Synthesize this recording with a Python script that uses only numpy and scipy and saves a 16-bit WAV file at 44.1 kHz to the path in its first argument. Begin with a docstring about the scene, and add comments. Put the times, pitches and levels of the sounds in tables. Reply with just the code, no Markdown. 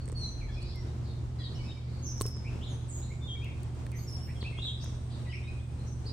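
"""A garden path, where a turtle noses unheard at strawberries and songbirds call from the trees.
Each bird whistles short, trilled notes, and leaves and walls scatter them into trailing echoes.
Close by come one sharp double click, lighter clicks, soft bumps and small ticks, as of a camera
being handled: each is a tap that makes something ring for a moment.
Behind it all are the hum and rumble of a distant machine, a light breeze and a thin hiss."""
import sys
import numpy as np
from scipy import signal
from scipy.fft import rfft, irfft
from scipy.io import wavfile

SR = 44100
rng = np.random.default_rng(int(sys.argv[2]) if len(sys.argv) > 2 else 0)


def waveform_to_disk(signal):
    """Save audio, clipped to [-1, 1], as 16-bit WAV at the path in sys.argv[1]."""
    frames = np.transpose(np.atleast_2d(signal))
    scaled = np.clip(frames, -1, 1) * 32767
    samples = np.round(scaled).astype(np.int16)
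    wavfile.write(sys.argv[1], SR, samples)


N = 269892
T = np.arange(N) / SR


def songbirds():
    """Birds call from the trees around, one short whistle after another."""
    # bird notes: t/s, length/s, start f/Hz, middle f/Hz, end f/Hz, trill depth before scaling/Hz,
    # level/dB, direct sound over echo/dB, left minus right/dB
    notes = [(0, 0.032, 4450, 4420, 4370, 90, -58, -1, -2),
             (.148, 0.044, 4475, 4407, 4440, 63, -44, -5.5, -1.5),
             (.198, 0.068, 4410, 4144, 4050, 77, -40, -1.5, 1),
             (.16, 0.15, 5560, 6030, 5980, 170, -53.5, -14, -0.5),
             (.16, 0.061, 9100, 8750, 8370, 240, -62.5, 0, -3),
             (.404, 0.041, 2590, 2270, 2160, 110, -53, -7.5, -3),
             (.475, 0.063, 3110, 3420, 3400, 20, -58.5, -13, 1),
             (.485, 0.019, 1780, 1730, 1680, 22, -55, 0, 0),
             (.51, 0.062, 5100, 4820, 4580, 820, -58, -6, 1),
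             (.552, 0.036, 2310, 2473, 2560, 30, -53.5, -12, 0),
             (.598, 0.035, 3750, 4400, 4650, 82, -53, -8, -2),
             (.635, 0.1, 4290, 4550, 4740, 710, -54, -4, 0), (.74, 0.089, 5350, 5520, 5660, 120, -60, 1, 1),
             (.745, 0.067, 2170, 2080, 2020, 22, -59.5, 6, -4),
             (.87, 0.031, 3590, 3800, 4040, 100, -63, -3, 5),
             (1.026, .1, 5140, 4160, 3940, 440, -58.5, -7, 2),
             (1.378, 0.042, 4610, 4640, 4520, 360, -54, -14, -4),
             (1.38, 0.051, 2106, 1910, 1860, 16, -58.5, -4, 0),
             (1.384, 0.042, 4080, 4010, 3870, 40, -53, -5, 0),
             (1.39, 0.043, 3540, 3320, 3070, 87, -51.5, -12, 3),
             (1.43, 0.05, 4220, 4150, 3880, 410, -48.5, 1, 1),
             (1.44, 0.042, 3820, 3825, 3730, 30, -49.5, 7, 1),
             (1.54, 0.049, 2750, 2990, 2980, 81, -55, -11, -1),
             (1.543, 0.025, 5290, 5320, 5250, 70, -55, -3, -2),
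             (1.57, 0.043, 4700, 4550, 4400, 220, -60, -12, 0),
             (1.55, 0.036, 5800, 5900, 6000, 40, -63, 0, -1),
             (1.585, 0.032, 2380, 2290, 2270, 35, -55.5, -11, -3),
             (1.73, 0.092, 2376, 2310, 2280, 60, -64, -8, -2),
             (1.605, 0.047, 5200, 5230, 5080, 140, -56, -16, 1),
             (1.625, 0.055, 2470, 2540, 2700, 42, -59, -8, -1),
             (1.675, 0.06, 3825, 3740, 3724, 85, -53, 2, 3.5),
             (1.703, 0.023, 2650, 3070, 3460, 100, -57, 0, 3),
             (1.9, 0.12, 4500, 4470, 4210, 300, -62.5, -7, 1),
             (2.023, 0.057, 6580, 6220, 6020, 130, -43, -8, -3.5),
             (2.05, 0.078, 6020, 5770, 5550, 400, -47, 1, -1),
             (2.145, 0.059, 5720, 5560, 5470, 110, -50, -2, 2),
             (2.222, 0.07, 5380, 5320, 5320, 67, -45.5, 2.5, -2.5),
             (2.305, 0.057, 5380, 5270, 5060, 130, -51.5, -6.5, -1),
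             (2.441, 0.052, 2185, 2400, 2830, 120, -50, -1, 2.5),
             (2.611, 0.042, 2916, 3375, 4200, 270, -49, -3, 1.5),
             (2.653, 0.038, 4026, 3540, 3250, 340, -49, -7.5, 0.5),
             (2.663, 0.11, 7350, 6480, 6140, 200, -59.5, 3, -1),
             (2.68, 0.057, 10250, 9400, 9000, 450, -64, -9, -4),
             (2.881, 0.037, 8380, 7670, 6700, 460, -45, -6.5, -2),
             (2.923, 0.097, 6360, 6870, 7000, 140, -50, 1, -2),
             (2.925, 0.087, 13500, 13800, 14400, 250, -68.5, 8, -2),
             (3.013, 0.035, 3550, 3950, 4200, 200, -56, -9, 1),
             (3.099, 0.03, 2140, 2184, 2500, 45, -53.5, -2.5, -3),
             (3.206, 0.11, 3540, 3613, 3690, 32, -51.5, -7.5, -1.5),
             (3.277, 0.084, 3330, 3210, 3300, 61, -43, 6.5, 1),
             (3.352, 0.026, 2380, 2280, 2290, 25, -55, 4, 1),
             (3.41, 0.046, 2297, 2535, 2950, 97, -52, 2, 4.5),
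             (3.439, 0.038, 2790, 2466, 2200, 240, -49, -8, 0),
             (3.915, 0.048, 2444, 2200, 2000, 260, -54, -2, -2),
             (3.945, 0.064, 5870, 6250, 6500, 230, -55.5, -2, -1),
             (3.95, 0.1, 12600, 12760, 13900, 470, -60.5, 5, 0),
             (3.982, 0.018, 4980, 4690, 4430, 250, -55, -6, 3),
             (4.02, 0.027, 6460, 6700, 6950, 200, -56, -10, -2),
             (4.07, 0.03, 5610, 5380, 5120, 100, -46.5, -3, -3),
             (4.11, 0.054, 5320, 5430, 5220, 31, -46.5, -12, 2),
             (4.085, 0.078, 10200, 10500, 10650, 130, -64, 0, -1),
             (4.22, 0.083, 14600, 14200, 13700, 550, -71, 4, 0),
             (4.272, 0.046, 1945, 2100, 2530, 350, -55, 1, -5),
             (4.35, 0.026, 3470, 3270, 3320, 84, -54, -10, 0),
             (4.406, 0.022, 4560, 4060, 2470, 47, -44.5, -5, 1),
             (4.442, 0.044, 2355, 2585, 2620, 110, -43.5, -0.5, 1),
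             (4.523, 0.012, 2170, 2175, 2200, 30, -48.5, -7, -1),
             (4.57, 0.044, 2570, 2816, 2810, 30, -52, -7, 0),
             (4.573, 0.029, 3260, 3340, 3720, 33, -44, -3.5, 2),
             (4.616, 0.023, 3757, 3805, 3740, 180, -35.5, -8.5, -2),
             (4.652, 0.0654, 3720, 3570, 3530, 330, -38, 3.5, 1.5),
             (4.799, 0.036, 4790, 5580, 6650, 650, -49, -13, -0.5),
             (5.1, 0.064, 4600, 4200, 3950, 560, -57.5, -4, 2),
             (5.243, 0.025, 2950, 2470, 2020, 44, -58, -16, 2),
             (5.262, 0.049, 2050, 1950, 2000, 25, -54, 0, 2),
             (5.275, 0.088, 4300, 5300, 5650, 130, -58.5, -9, 1),
             (5.285, 0.031, 2530, 3050, 3130, 80, -55, -12, 1),
             (5.318, 0.015, 3200, 2660, 2300, 63, -53, 10, 2),
             (5.325, 0.023, 1960, 2274, 2680, 44, -42.5, -8, 1),
             (5.35, 0.037, 2910, 2620, 2340, 110, -52, -4, -1),
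             (5.425, 0.08, 3580, 3820, 4080, 85, -61.5, -2, 0),
             (5.47, 0.033, 2460, 2494, 2470, 39, -48.5, -0.5, 0),
             (5.78, 0.042, 3950, 4110, 4180, 170, -62.5, -11, 3),
             (5.855, 0.036, 6100, 6040, 5940, 390, -54.5, -15, 1),
             (6.054, 0.03, 3950, 4800, 4830, 160, -45, -7, -1),
             (6.075, 0.035, 4020, 4280, 4340, 460, -53, 0, 0)]
    return sing(notes)


def sing(notes, trill_scale=0.91, trills_per_s=120):
    """Every note takes its own way through the garden; hidden birds arrive mostly as echo."""
    out = np.zeros((2, N))
    for start, length, *pitches, trill_hz, db, direct_db, pan_db in notes:
        note = whistle(length, pitches, trill_scale * trill_hz, trills_per_s * rng.uniform(.85, 1.15))
        heard = signal.fftconvolve(note[None], garden_echo(direct_db, pitches[1]), axes=1)
        heard *= np.sqrt(len(note) / np.sum(heard ** 2, axis=1, keepdims=True))  # keep the note's energy
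        add(out, start, heard * undb(db) * sides(pan_db))
    return out


def whistle(length, pitches, trill_hz, trills_per_s, waver=0.005):
    """A bird's voice box slides through three pitches with a fast trill; the note swells and fades."""
    progress = np.linspace(0, 1, int(length * SR))
    wobble = wander(150, size=SR // 4)[:len(progress)]
    glide = np.polyval(np.polyfit([0, .5, 1], pitches, 2), progress)
    trill = np.sin(2 * np.pi * (trills_per_s * length * progress + rng.random()) + .5 * wobble)
    phase = 2 * np.pi * np.cumsum(glide * (1 + waver * wobble) + trill_hz * trill) / SR
    swell = np.sqrt(np.abs(np.sin(np.pi * progress))) * (1 + .5 * progress)
    overtone_db = -25 - 4 * np.log2(pitches[1] / 3970)  # higher notes have a weaker overtone
    return unit(swell * (np.sin(phase) + undb(overtone_db) * np.sin(2 * phase)))


def garden_echo(direct_db, hz, tail_s=1.08, tail_db=-10, build_s=0.0015, clump_db=3):
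    """The direct sound, quick echoes off leaves and walls, and a longer tail from the trees."""
    t = np.arange(SR) / SR
    scatter_s = .43 * (hz / 3800) ** 0.37  # time to fade by 60 dB: leaves scatter high notes for longer
    fade = undb(-60 * t / scatter_s) + undb(tail_db - 60 * t / tail_s)
    fade *= 1 - np.exp(-t / build_s)
    fade *= undb(clump_db * wander(90, size=SR))  # echoes arrive in clumps, tree by tree
    path = rng.standard_normal((2, SR)) * fade / np.sqrt(np.sum(fade ** 2))
    path[[0, 1], rng.permutation(4)[:2]] += undb(direct_db)  # one ear hears the bird a moment earlier
    return path


def far_twitter(count=9, low_hz=2160, high_hz=5000, note_s=0.017, trill_hz=170, direct_db=-13):
    """Birds farther off sing rows of faint notes at random pitches, sliding up or down."""
    # spells of twittering: t/s, length/s, typical note level/dB
    spells = [(0.551, 0.21, -60), (1.659, 0.24, -64), (3.887, 1, -62), (5.081, 0.51, -59)]
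    notes = []
    for start, length, db in spells:
        for k in range(count):
            late, height = rng.random(2)
            slope, loud, side = rng.standard_normal(3)
            when = start + length * (k + late) / count
            hz = low_hz * (high_hz / low_hz) ** height
            pitches = hz * np.exp(0.079 * slope * np.array([-1, 0, 1]))
            notes.append((when, note_s, *pitches, trill_hz, db + 2.5 * loud, direct_db, 2 * side))
    return sing(notes)


def clicks():
    """A small part rings brightly: one sharp double click and some lighter ones."""
    # sharp clicks: t/s, relative level/dB, brightness/(dB per octave)
    hits = [(.758, -48, 16), (2.2022, -35, -1), (2.2117, -19, -2), (2.2182, -20.5, 11), (2.2238, -33, 7),
            (2.2636, -31, 7), (2.2695, -43, 6), (2.2832, -39, 7), (3.445, -44, 1), (3.632, -39, -1),
            (3.865, -43, -2), (3.917, -40, 2), (4.843, -41, 1)]
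    # ringing tones of the clicking part: f/Hz, width/Hz, relative level/dB
    tones = [(454, 110, 9), (1100, 140, 0.5), (1840, 440, -9), (4440, 270, 10), (6900, 290, 11),
             (8530, 440, 12), (9710, 340, 11), (12700, 510, 2), (14100, 640, -11)]
    return undb(0.5) * taps(hits, tones, contact_s=0.00074, grit=2.3, ear_difference=0.88)


def thumps():
    """The double click and its rebound jolt the body, which gives two hollow thumps."""
    # jolts: t/s, peak level/dB, brightness/(dB per octave)
    hits = [(2.2108, -19.5, 0), (2.2552, -25.5, -4)]
    # ringing tones of the jolted body: f/Hz, width/Hz, relative level/dB
    tones = [(112, 22, 3), (290, 150, -20), (425, 80, -5), (1060, 80, -11)]
    return taps(hits, tones, contact_s=0.0016, grit=0.026)


def scrape():
    """The part rubs briefly and brightly as it settles after the double click."""
    # loudness of the rub: t/s, level/dB
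    levels = [(2.2, -87), (2.215, -52.5), (2.245, -65), (2.275, -60), (2.33, -71)]
    db = np.interp(T, *np.transpose(levels), left=-np.inf, right=-np.inf)
    return band_noise(low_hz=6860, high_hz=12600, order=2) * undb(db)


def bumps():
    """Soft knocks make the body ring low and die away fast."""
    # soft bumps: t/s, relative level/dB, brightness/(dB per octave)
    hits = [(.08, -33.5, 0.5), (.099, -30.5, -2), (.125, -29, -4), (2.2098, -27, -2), (2.368, -35.5, -6),
            (2.558, -33, -3.5), (3.352, -36, -2), (3.866, -37.5, 23), (4.428, -30, 0.5), (4.462, -39, -3),
            (4.511, -36, 0), (4.587, -29, -5), (4.652, -33, -1), (4.68, -39, -2), (4.841, -34.5, -0.5),
            (4.86, -34, 2), (4.877, -40, -1), (4.896, -41, 2)]
    # ringing tones of the bumped body: f/Hz, width/Hz, relative level/dB
    tones = [(105, 33, -7), (260, 310, 3.5), (466, 100, -0.5), (960, 310, -9.5), (1740, 740, -13.5)]
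    return undb(-0.5) * taps(hits, tones, contact_s=0.0013, grit=0.22)


def ticks():
    """Tiny taps on the right make a part ring high, with the very top softened."""
    # small ticks: t/s, relative level/dB, brightness/(dB per octave)
    hits = [(.057, -47, 0), (.078, -51, 0), (.087, -50, 0), (.0965, -54, 0), (.119, -48, 0),
            (.1275, -50, 0), (.62, -58, -2), (.628, -54, -2), (2.1805, -51, -2), (2.3668, -53, -3)]
    # ringing tones of the ticking part: f/Hz, width/Hz, relative level/dB
    tones = [(2600, 2000, -32), (8210, 150, 23), (8700, 770, 13), (13500, 2500, -18)]
    ticking = taps(hits, tones, contact_s=0.00069, grit=0.7)
    soften = signal.butter(2, 10000, fs=SR, output="sos")
    return undb(8.5) * signal.sosfilt(soften, ticking) * sides(-13.5)


def taps(hits, tones, contact_s, grit, ear_difference=2.0):
    """A brief, gritty push sets an object's own tones ringing; wider tones die away sooner."""
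    t = np.arange(SR // 10) / SR
    out = np.zeros((2, N))
    for start, peak_db, bright_db in hits:
        ring = 0
        for hz, width, db in tones:
            strength = undb(db + bright_db * np.log2(hz)) * width  # harder taps ring more brightly
            ring += strength * np.exp(-np.pi * width * t) * np.sin(2 * np.pi * hz * t)
        grain = rng.standard_normal(len(t)) + ear_difference * rng.standard_normal((2, len(t)))
        push = grit * grain * t / contact_s * np.exp(-(t / contact_s) ** 2)
        push[:, 0] += 1  # the clean first strike
        hit = signal.fftconvolve(push, ring[None], axes=1)
        add(out, start, hit / np.abs(hit).max() * undb(peak_db))
    return out


def machine_hum(pan_db=-1.84, drifts_per_s=5):
    """A far-off machine's motor and power supply hum; some tones waver on the way."""
    # machine tones: f/Hz, level/dB, unsteadiness (0 to 1)
    tones = [(43.6, -71, 0.85), (57.4, -53, 0.92), (76.47, -42.5, 0), (120.34, -40, 0.03), (148.5, -55, 0),
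             (215.1, -61.5, 0), (239, -60.5, 0.43), (357.5, -63, 0.74)]
    hum = 0
    for hz, db, unsteady in tones:
        steady = np.exp(2j * np.pi * (hz * T + rng.random()))
        waver = 1 + unsteady * (wander(drifts_per_s) + 1j * wander(drifts_per_s))
        hum += undb(db) * unit((waver * steady).real)
    return hum * sides(pan_db)


def outdoor_air(level_db=-41.5, flicker_db=2.5):
    """Distant rumble and leaf hiss, flickering a little; only the low sounds are alike at both ears."""
    # tone colour of the background: f/Hz, relative level/dB
    colour = [(15, -19.5), (40, -4), (60, 2), (90, 1.5), (140, 0.5), (190, -9.5), (350, -13.5),
              (550, -20.5), (1000, -24), (1700, -31.5), (4500, -37.5), (7300, -40), (9500, -44),
              (11500, -66.5), (14000, -49.5), (16000, -86)]
    # how alike the two ears hear it: f/Hz, likeness (1 = the same)
    likeness = [(130, 0.9), (300, 0.76), (600, 0.46), (1200, 0.039), (8000, 0.066)]
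    # how it leans to one side: f/Hz, left minus right/dB
    lean = [(100, 1.3), (300, -1.5), (1000, 2), (4000, -1)]
    hz = np.fft.rfftfreq(N, 1 / SR)
    shared, opposite = rfft(rng.standard_normal((2, N)))
    alike = along(likeness, hz)
    sign = np.array([[1], [-1]])
    ears = shared * np.sqrt(1 + alike) + sign * opposite * np.sqrt(1 - alike)
    noise = irfft(ears * undb(along(colour, hz) + sign * along(lean, hz) / 2), N)
    return unit(noise) * undb(level_db + flicker_db * wander(15))


def breeze(puff_db=3.5, puffs_per_s=13):
    """Light air pushes on the microphone in deep, uneven puffs, easing after the first second."""
    # strength of the breeze: t/s, typical level/dB
    levels = [(0, -43.5), (.8, -44), (1.1, -52.5), (6.12, -52.5)]
    db = np.interp(T, *np.transpose(levels)) + puff_db * wander(puffs_per_s)
    return band_noise(low_hz=35.2, high_hz=54, order=3) * undb(db)


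def hiss():
    """A thin, high hiss creeps in halfway through."""
    # loudness of the hiss: t/s, level/dB
    levels = [(0, -117), (2.6, -88.5), (4.3, -70.5), (6.1, -73.5)]
    return band_noise(low_hz=7930, high_hz=9060, order=2) * undb(np.interp(T, *np.transpose(levels)))


def band_noise(low_hz, high_hz, order):
    """Noise between two frequencies, with an average strength of 1."""
    band = signal.butter(order, [low_hz, high_hz], "bandpass", fs=SR, output="sos")
    return unit(signal.sosfilt(band, rng.standard_normal(N)))


def undb(db):
    """Turn decibels into a number to multiply by."""
    return 10 ** (np.asarray(db) / 20)


def unit(x):
    """Scale a sound to an average strength (rms) of 1."""
    return x / np.sqrt(np.mean(x ** 2))


def along(points, hz):
    """Read between (frequency, value) points, giving every octave equal room."""
    f, value = np.transpose(points)
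    return np.interp(np.log(hz + 1e-3), np.log(f), value)


def wander(rate, size=N):
    """A random curve around zero that turns about rate times a second."""
    knots = rng.standard_normal(size // 40 + 4)
    return 0.64 * np.interp(np.arange(size) / SR * rate, np.arange(len(knots)), knots)


def sides(db):
    """Left and right volumes, with the left louder by db."""
    return undb(np.array([[db], [-db]]) / 2)


def add(out, start_s, sound):
    """Mix a stereo sound in at its start time."""
    i = int(start_s * SR)
    out[:, i:i + sound.shape[1]] += sound[:, :max(N - i, 0)]


def scene():
    """Small noises close by, the background, and the birds around."""
    handling = clicks() + ticks() + bumps() + thumps()
    background = machine_hum() + outdoor_air() + breeze() + hiss()
    return handling + scrape() + background + songbirds() + far_twitter()


def record(dry, top_hz=15900):
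    """Cut away the very highest treble."""
    return signal.sosfilt(signal.ellip(8, .2, 70, top_hz, fs=SR, output="sos"), dry)


dry = scene()
out = record(dry)
waveform_to_disk(out)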